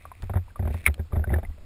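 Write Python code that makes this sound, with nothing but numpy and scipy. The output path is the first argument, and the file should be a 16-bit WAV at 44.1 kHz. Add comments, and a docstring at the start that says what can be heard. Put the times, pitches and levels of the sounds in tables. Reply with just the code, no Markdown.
"""Water laps round a camera dipping under the surface beside a dock. First, small bubbles ring over a
dull wash. From 0.2 s the laps arrive, each trapping air against the housing: a quick falling squelch,
then a low throb. Fizz builds until, at 0.86 s, a bubble bursts close by in a sharp plop. A last busy run
of laps churns from 1.1 to 1.4 s and dies down to a rumble. Throughout, the camera holds each sample of
a slow clock, which mirrors every sound faintly into the high treble."""
import sys
import numpy as np
from scipy.fft import rfft, irfft, next_fast_len
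from scipy.io import wavfile
from scipy.ndimage import map_coordinates

SR = 44100
rng = np.random.default_rng(int(sys.argv[2]) if len(sys.argv) > 2 else 0)


def wav_out(sig):
    """Save sig, one row per channel (or a flat mono array), as 16-bit PCM at SR to the path in sys.argv[1]."""
    wavfile.write(sys.argv[1], SR, np.round(np.clip(np.atleast_2d(sig).T, -1, 1) * 32767).astype(np.int16))


N = 72765
TIME = np.arange(N) / SR


def amp(db):
    """Decibels to gain."""
    return 10 ** (np.asarray(db) / 20)


def filtered(x, response):
    """EQ a signal with a gain curve, given as a function of frequency in Hz."""
    size = next_fast_len(N + SR // 2)
    return irfft(rfft(x, size) * response(np.fft.rfftfreq(size, 1 / SR)), size)[:N]


def noise(eq):
    """Noise of rms 1, coloured by (frequency [Hz], level [dB]) points."""
    eq_hz, eq_db = np.transpose(eq)
    white = rng.standard_normal(N)
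    coloured = filtered(white, lambda hz: amp(np.interp(np.log(hz + 1), np.log(eq_hz + 1), eq_db)))
    return coloured / coloured.std()


def wobble(rate_hz):
    """Smooth random modulation, gliding through rate_hz values a second."""
    knots = rng.standard_normal(int(N * rate_hz / SR) + 4)
    return map_coordinates(knots, [TIME * rate_hz])


def fader(points):
    """A fader ride in dB through (time [s], level [dB]) points."""
    return np.interp(TIME, *np.transpose(points))


def since(start):
    """Seconds since a cue, zero before it."""
    return np.maximum(TIME - start, 0)


def envelope(t, attack_s, t60):
    """A quick attack and a tail that falls 60 dB in t60 seconds."""
    return (1 - np.exp(-t / attack_s)) * np.exp(-np.log(1000) * t / t60)


# Laps hitting the housing, and at 0.868 s the burst's own low throb: (time [s], throb level [dB], throb pitch
# [Hz], squelch and splash level [dB], squelch start pitch [Hz])
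LAPS = [(.229, -24.5, 93.8, -35, 1510), (.2955, -20, 89.3, -27.5, 2137), (0.336, -23, 90.3, -27.5, 2193),
        (.3562, -11, 88.4, -26.5, 1123), (0.3705, -46, 98, -26.5, 2030), (.5935, -15.5, 85.4, -33, 880),
        (.6248, -17, 82.4, -31, 1010), (.652, -15.5, 73.5, -30, 1070), (.674, -18, 75.5, -27.5, 1890),
        (.703, -18, 72.3, -33.5, 960), (.7425, -19, 83.7, -30.5, 1650), (0.868, -20, 70.9, -32.5, 896),
        (.881, -15, 71.4, -33.5, 770), (.897, -29, 82.5, -34, 810), (.993, -17, 79.5, -30, 926),
        (1.1295, -15, 78.4, -29, 954), (1.158, -18.5, 69.3, -28.5, 1120), (1.165, -10.5, 79, -29.5, 1737),
        (1.1935, -18.5, 81.6, -34, 1200), (1.272, -15.5, 78.6, -34.5, 1445),
        (1.302, -14.5, 77.4, -28, 1450), (1.3191, -10, 76.8, -29.5, 1550), (1.330, -26.5, 73, -29, 970),
        (1.3589, -16.5, 85.3, -28, 1483), (1.383, -25.5, 70, -28.5, 900), (1.43, -29, 67.2, -33.5, 726),
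        (1.579, -38.5, 76.6, -47.5, 702), (1.605, -37, 71.6, -59.5, 712)]
# Resonances of the housing: (pitch [Hz], level against the throb [dB], t60 [s])
HOUSING_MODES = [(119, -22.5, 0.046), (220.1, -13.5, 0.1), (372.8, -18, 0.084), (500, -29.5, 0.1),
                 (590.6, -18.5, 0.0539), (725, -31.5, 0.031), (802, -38.5, 0.065)]
# Tone of a splash, for laps and bubbles alike: (frequency [Hz], relative level [dB])
SPLASH_EQ = [(100, -20), (300, -17), (480, 2), (750, 7.5), (1050, -10), (1600, -4), (2300, -11),
             (2800, -25.5), (3700, -18), (4500, -66), (6000, -38.5)]


def laps():
    """Each lap squelches down in pitch, splashes, rings the housing and leaves an air pocket throbbing."""
    squelch_end_hz, fall_s = 147, 0.00364
    throb_lag_s, low_cut_hz = 0.0012, 42
    throb, housing, squelch, splash_power = np.zeros((4, N))
    for start, throb_db, throb_hz, squelch_db, start_hz in LAPS:
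        t, late = since(start), since(start + throb_lag_s)
        air_pocket = np.sin(2 * np.pi * throb_hz * late)
        throb += amp(throb_db) * envelope(late, attack_s=0.0024, t60=0.18) * air_pocket
        for mode_hz, mode_db, t60 in HOUSING_MODES:
            ring = envelope(t, attack_s=0.0023, t60=t60) * np.sin(2 * np.pi * mode_hz * t)
            housing += amp(throb_db + mode_db + rng.normal(0, 1)) * ring
        dive_hz = squelch_end_hz + (start_hz - squelch_end_hz) * np.exp(-t / fall_s)
        rough_hz = dive_hz * np.exp(0.22 * wobble(700))
        phase = 2 * np.pi * np.cumsum(rough_hz * (t > 0)) / SR
        squelch += amp(squelch_db + 5) * envelope(t, attack_s=0.0043, t60=0.029) * np.sin(phase)
        splash_power += (amp(squelch_db - 7) * envelope(t, attack_s=0.00096, t60=0.055)) ** 2
    throb = filtered(throb, lambda hz: hz ** 2 / np.hypot(hz ** 2, low_cut_hz ** 2))
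    splash = np.sqrt(splash_power) * noise(SPLASH_EQ)
    return squelch + splash + housing + throb


# The burst, as a lead-in, a main hit and its rebounds: (time [s], level [dB], pitch [Hz], t60 [s])
PLOP_HITS = [(0.8547, -20, 2250, 0.01), (.8628, 9, 2240, 0.0086), (0.8696, -7, 2080, 0.008),
             (0.8756, 4, 2130, 0.0046), (0.8802, -9, 2200, 0.0069)]
# Tone of the spray: (frequency [Hz], relative level [dB])
SPRAY_EQ = [(200, -15.5), (700, -10), (1300, -1), (2100, 5), (2600, -19.5), (3100, -14), (3700, -8.5),
            (4500, -34), (6000, -30)]


def plop():
    """A bubble bursts against the housing: a few loud cycles and spray, then weaker rebounds."""
    attack_s = 0.0012
    spray = amp(-23.5) * noise(SPRAY_EQ)
    out = np.zeros(N)
    for start, db, hz, t60 in PLOP_HITS:
        t = since(start)
        rounded_attack = 1 - np.exp(-(t / attack_s) ** 2)
        ring = rounded_attack * np.exp(-np.log(1000) * t / t60) * np.sin(2 * np.pi * hz * t)
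        out += amp(db) * (ring + spray * envelope(t, attack_s, t60=0.024))
    return out


# Small ringing bubbles: (time [s], level [dB], start pitch [Hz], t60 [s])
BUBBLE_PINGS = [(.0105, -44, 2000, 0.013), (.0345, -47, 2050, 0.0084), (0.053, -32, 1140, 0.036),
                (0.1161, -32, 1020, 0.034), (.152, -41, 2180, 0.0092), (.481, -42.5, 960, 0.029),
                (.504, -48, 1570, 0.04), (0.5579, -33, 1167, 0.05), (.5925, -41.5, 1894, 0.037),
                (.747, -37, 690, 0.023), (.9795, -36.5, 520, .03), (1.1222, -36, 1180, 0.05),
                (1.2409, -24, 1513, 0.03), (1.2937, -35.5, 1993, 0.038), (1.3075, -35, 700, 0.021),
                (1.333, -37, 2100, .025), (1.3335, -21.5, 356.3, 0.073), (1.34, -19.5, 1742, 0.027),
                (1.385, -28.5, 652, 0.035), (1.435, -37, 697, 0.053), (1.4503, -33, 2040, 0.026),
                (1.523, -55, 1980, 0.037), (1.581, -49.5, 643, 0.052)]


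def bubbles():
    """Small bubbles ring in a little splash, their pitch creeping up as they near the surface."""
    glide_per_s = 1.3  # pitch rise, as a multiple of the start pitch
    splash = amp(-11.5) * noise(SPLASH_EQ)
    out = np.zeros(N)
    for start, db, hz, t60 in BUBBLE_PINGS:
        t = since(start)
        ping = np.sin(2 * np.pi * hz * (t + glide_per_s * t * t / 2))
        out += amp(db) * envelope(t, attack_s=0.0004, t60=t60) * (ping + splash)
    return out


# Droplet hits, and at 0.8696 s the burst's own snap: (time [s], level [dB])
DROPLET_HITS = [(0.2225, -35), (0.24, -43), (0.271, -50.5), (.741, -41), (0.8696, -21.5), (0.9421, -32.5),
                (1.343, -40)]
# Bright tone of a droplet: (frequency [Hz], relative level [dB])
DROPLET_EQ = [(300, -2.5), (1000, 2), (2300, 7.5), (3600, 2.5), (4500, -3.5), (5400, -1), (6000, -20.5)]


def droplets():
    """Droplets snap on the housing, and the burst adds a snap of its own, each a tight tick of noise."""
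    snaps = sum(amp(db) * envelope(since(start), attack_s=0.0004, t60=0.0098)
                for start, db in DROPLET_HITS)
    return snaps * noise(DROPLET_EQ)


# Surges of the slosh: (time [s], level [dB])
SLOSH_FADER = [(0, -61.5), (.5, -64.5), (.65, -48), (.85, -53), (1.05, -66), (1.199, -38.5), (1.28, -53),
               (1.34, -36), (1.42, -57), (1.501, -58.5), (1.65, -53.5)]
# Dark tone of the slosh: (frequency [Hz], relative level [dB])
SLOSH_EQ = [(80, 8), (180, 5.5), (290, 2.5), (380, -4.5), (600, -2.5), (780, -7.5), (1000, -21),
            (1500, -18.5), (2200, -24.5), (3000, -43.5)]


def slosh():
    """Water churns along the housing, most during the last run of laps."""
    churn_db = 4.5 * wobble(69.96)
    return amp(fader(SLOSH_FADER) + churn_db) * noise(SLOSH_EQ)


# Build and fall of the fizz: (time [s], level [dB])
FIZZ_FADER = [(0, -60), (.18, -64.5), (.3, -65), (.6, -70), (.67, -60), (.745, -53), (0.822, -58),
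              (.858, -44.5), (0.899, -62.5), (1.05, -72), (1.65, -69)]
# Thin tone of the fizz: (frequency [Hz], relative level [dB])
FIZZ_EQ = [(500, -15.5), (1500, -9.5), (2000, -0.5), (2450, 1.5), (2650, -1), (2950, -12), (3750, -10),
           (5000, -24), (6000, -13.5)]


def fizz():
    """Tiny bubbles seethe in a grainy hiss that builds into the plop."""
    grain_db = 3 * wobble(260)
    return amp(fader(FIZZ_FADER) + grain_db) * noise(FIZZ_EQ)


# Dull tone of the water bed: (frequency [Hz], relative level [dB])
WASH_EQ = [(20, -18.5), (35, -7.5), (55, -21), (80, 13.5), (125, -12), (250, -24), (600, -28), (1200, -22),
           (2200, -35.5), (3000, -32), (4000, -33.5), (5200, -36), (6000, -43)]
# Swells of the rumble: (time [s], level [dB])
RUMBLE_FADER = [(0, -55), (0.178, -55.5), (0.249, -33.5), (.45, -42.5), (.55, -52), (.7, -42), (.9, -50.5),
                (1.082, -47.5), (1.2, -33.5), (1.35, -42), (1.5, -32.5), (1.559, -49.5), (1.65, -31.5)]
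# Sub-bass tone of the rumble: (frequency [Hz], relative level [dB])
RUMBLE_EQ = [(12, -10.5), (28, -2), (45, -5), (75, -7), (110, -34), (300, -68)]


def wash():
    """Moving water lays a dull, steady bed over a deep, swelling rumble."""
    bed = amp(-50 + wobble(19)) * noise(WASH_EQ)
    rumble = amp(fader(RUMBLE_FADER)) * noise(RUMBLE_EQ)
    return bed + rumble


def scene():
    """The mono mix: everything reaches one microphone through the housing."""
    return (laps() + plop() + bubbles() + droplets() + slosh() + fizz() + wash())[None]


def record(dry):
    """The camera's sample-and-hold mirrors the band under half its clock into a faint, glassy top end."""
    clock_hz, high_cut_hz = 12000, 15600
    band = filtered(dry[0], lambda hz: 1 / np.sqrt(1 + (hz / (0.46 * clock_hz)) ** 40))
    # Differentiate, ring-modulate, integrate: the lower a sound, the fainter its mirror image.
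    slope = filtered(band, lambda hz: 1j * hz)
    sidebands = slope * 2 * np.cos(2 * np.pi * clock_hz * TIME)
    mirror = amp(1.5) * filtered(sidebands, lambda hz: -1j / np.maximum(hz, clock_hz / 2))
    return filtered(band + mirror, lambda hz: 1 / np.sqrt(1 + (hz / high_cut_hz) ** 160))[None]


dry = scene()
out = record(dry)
wav_out(out)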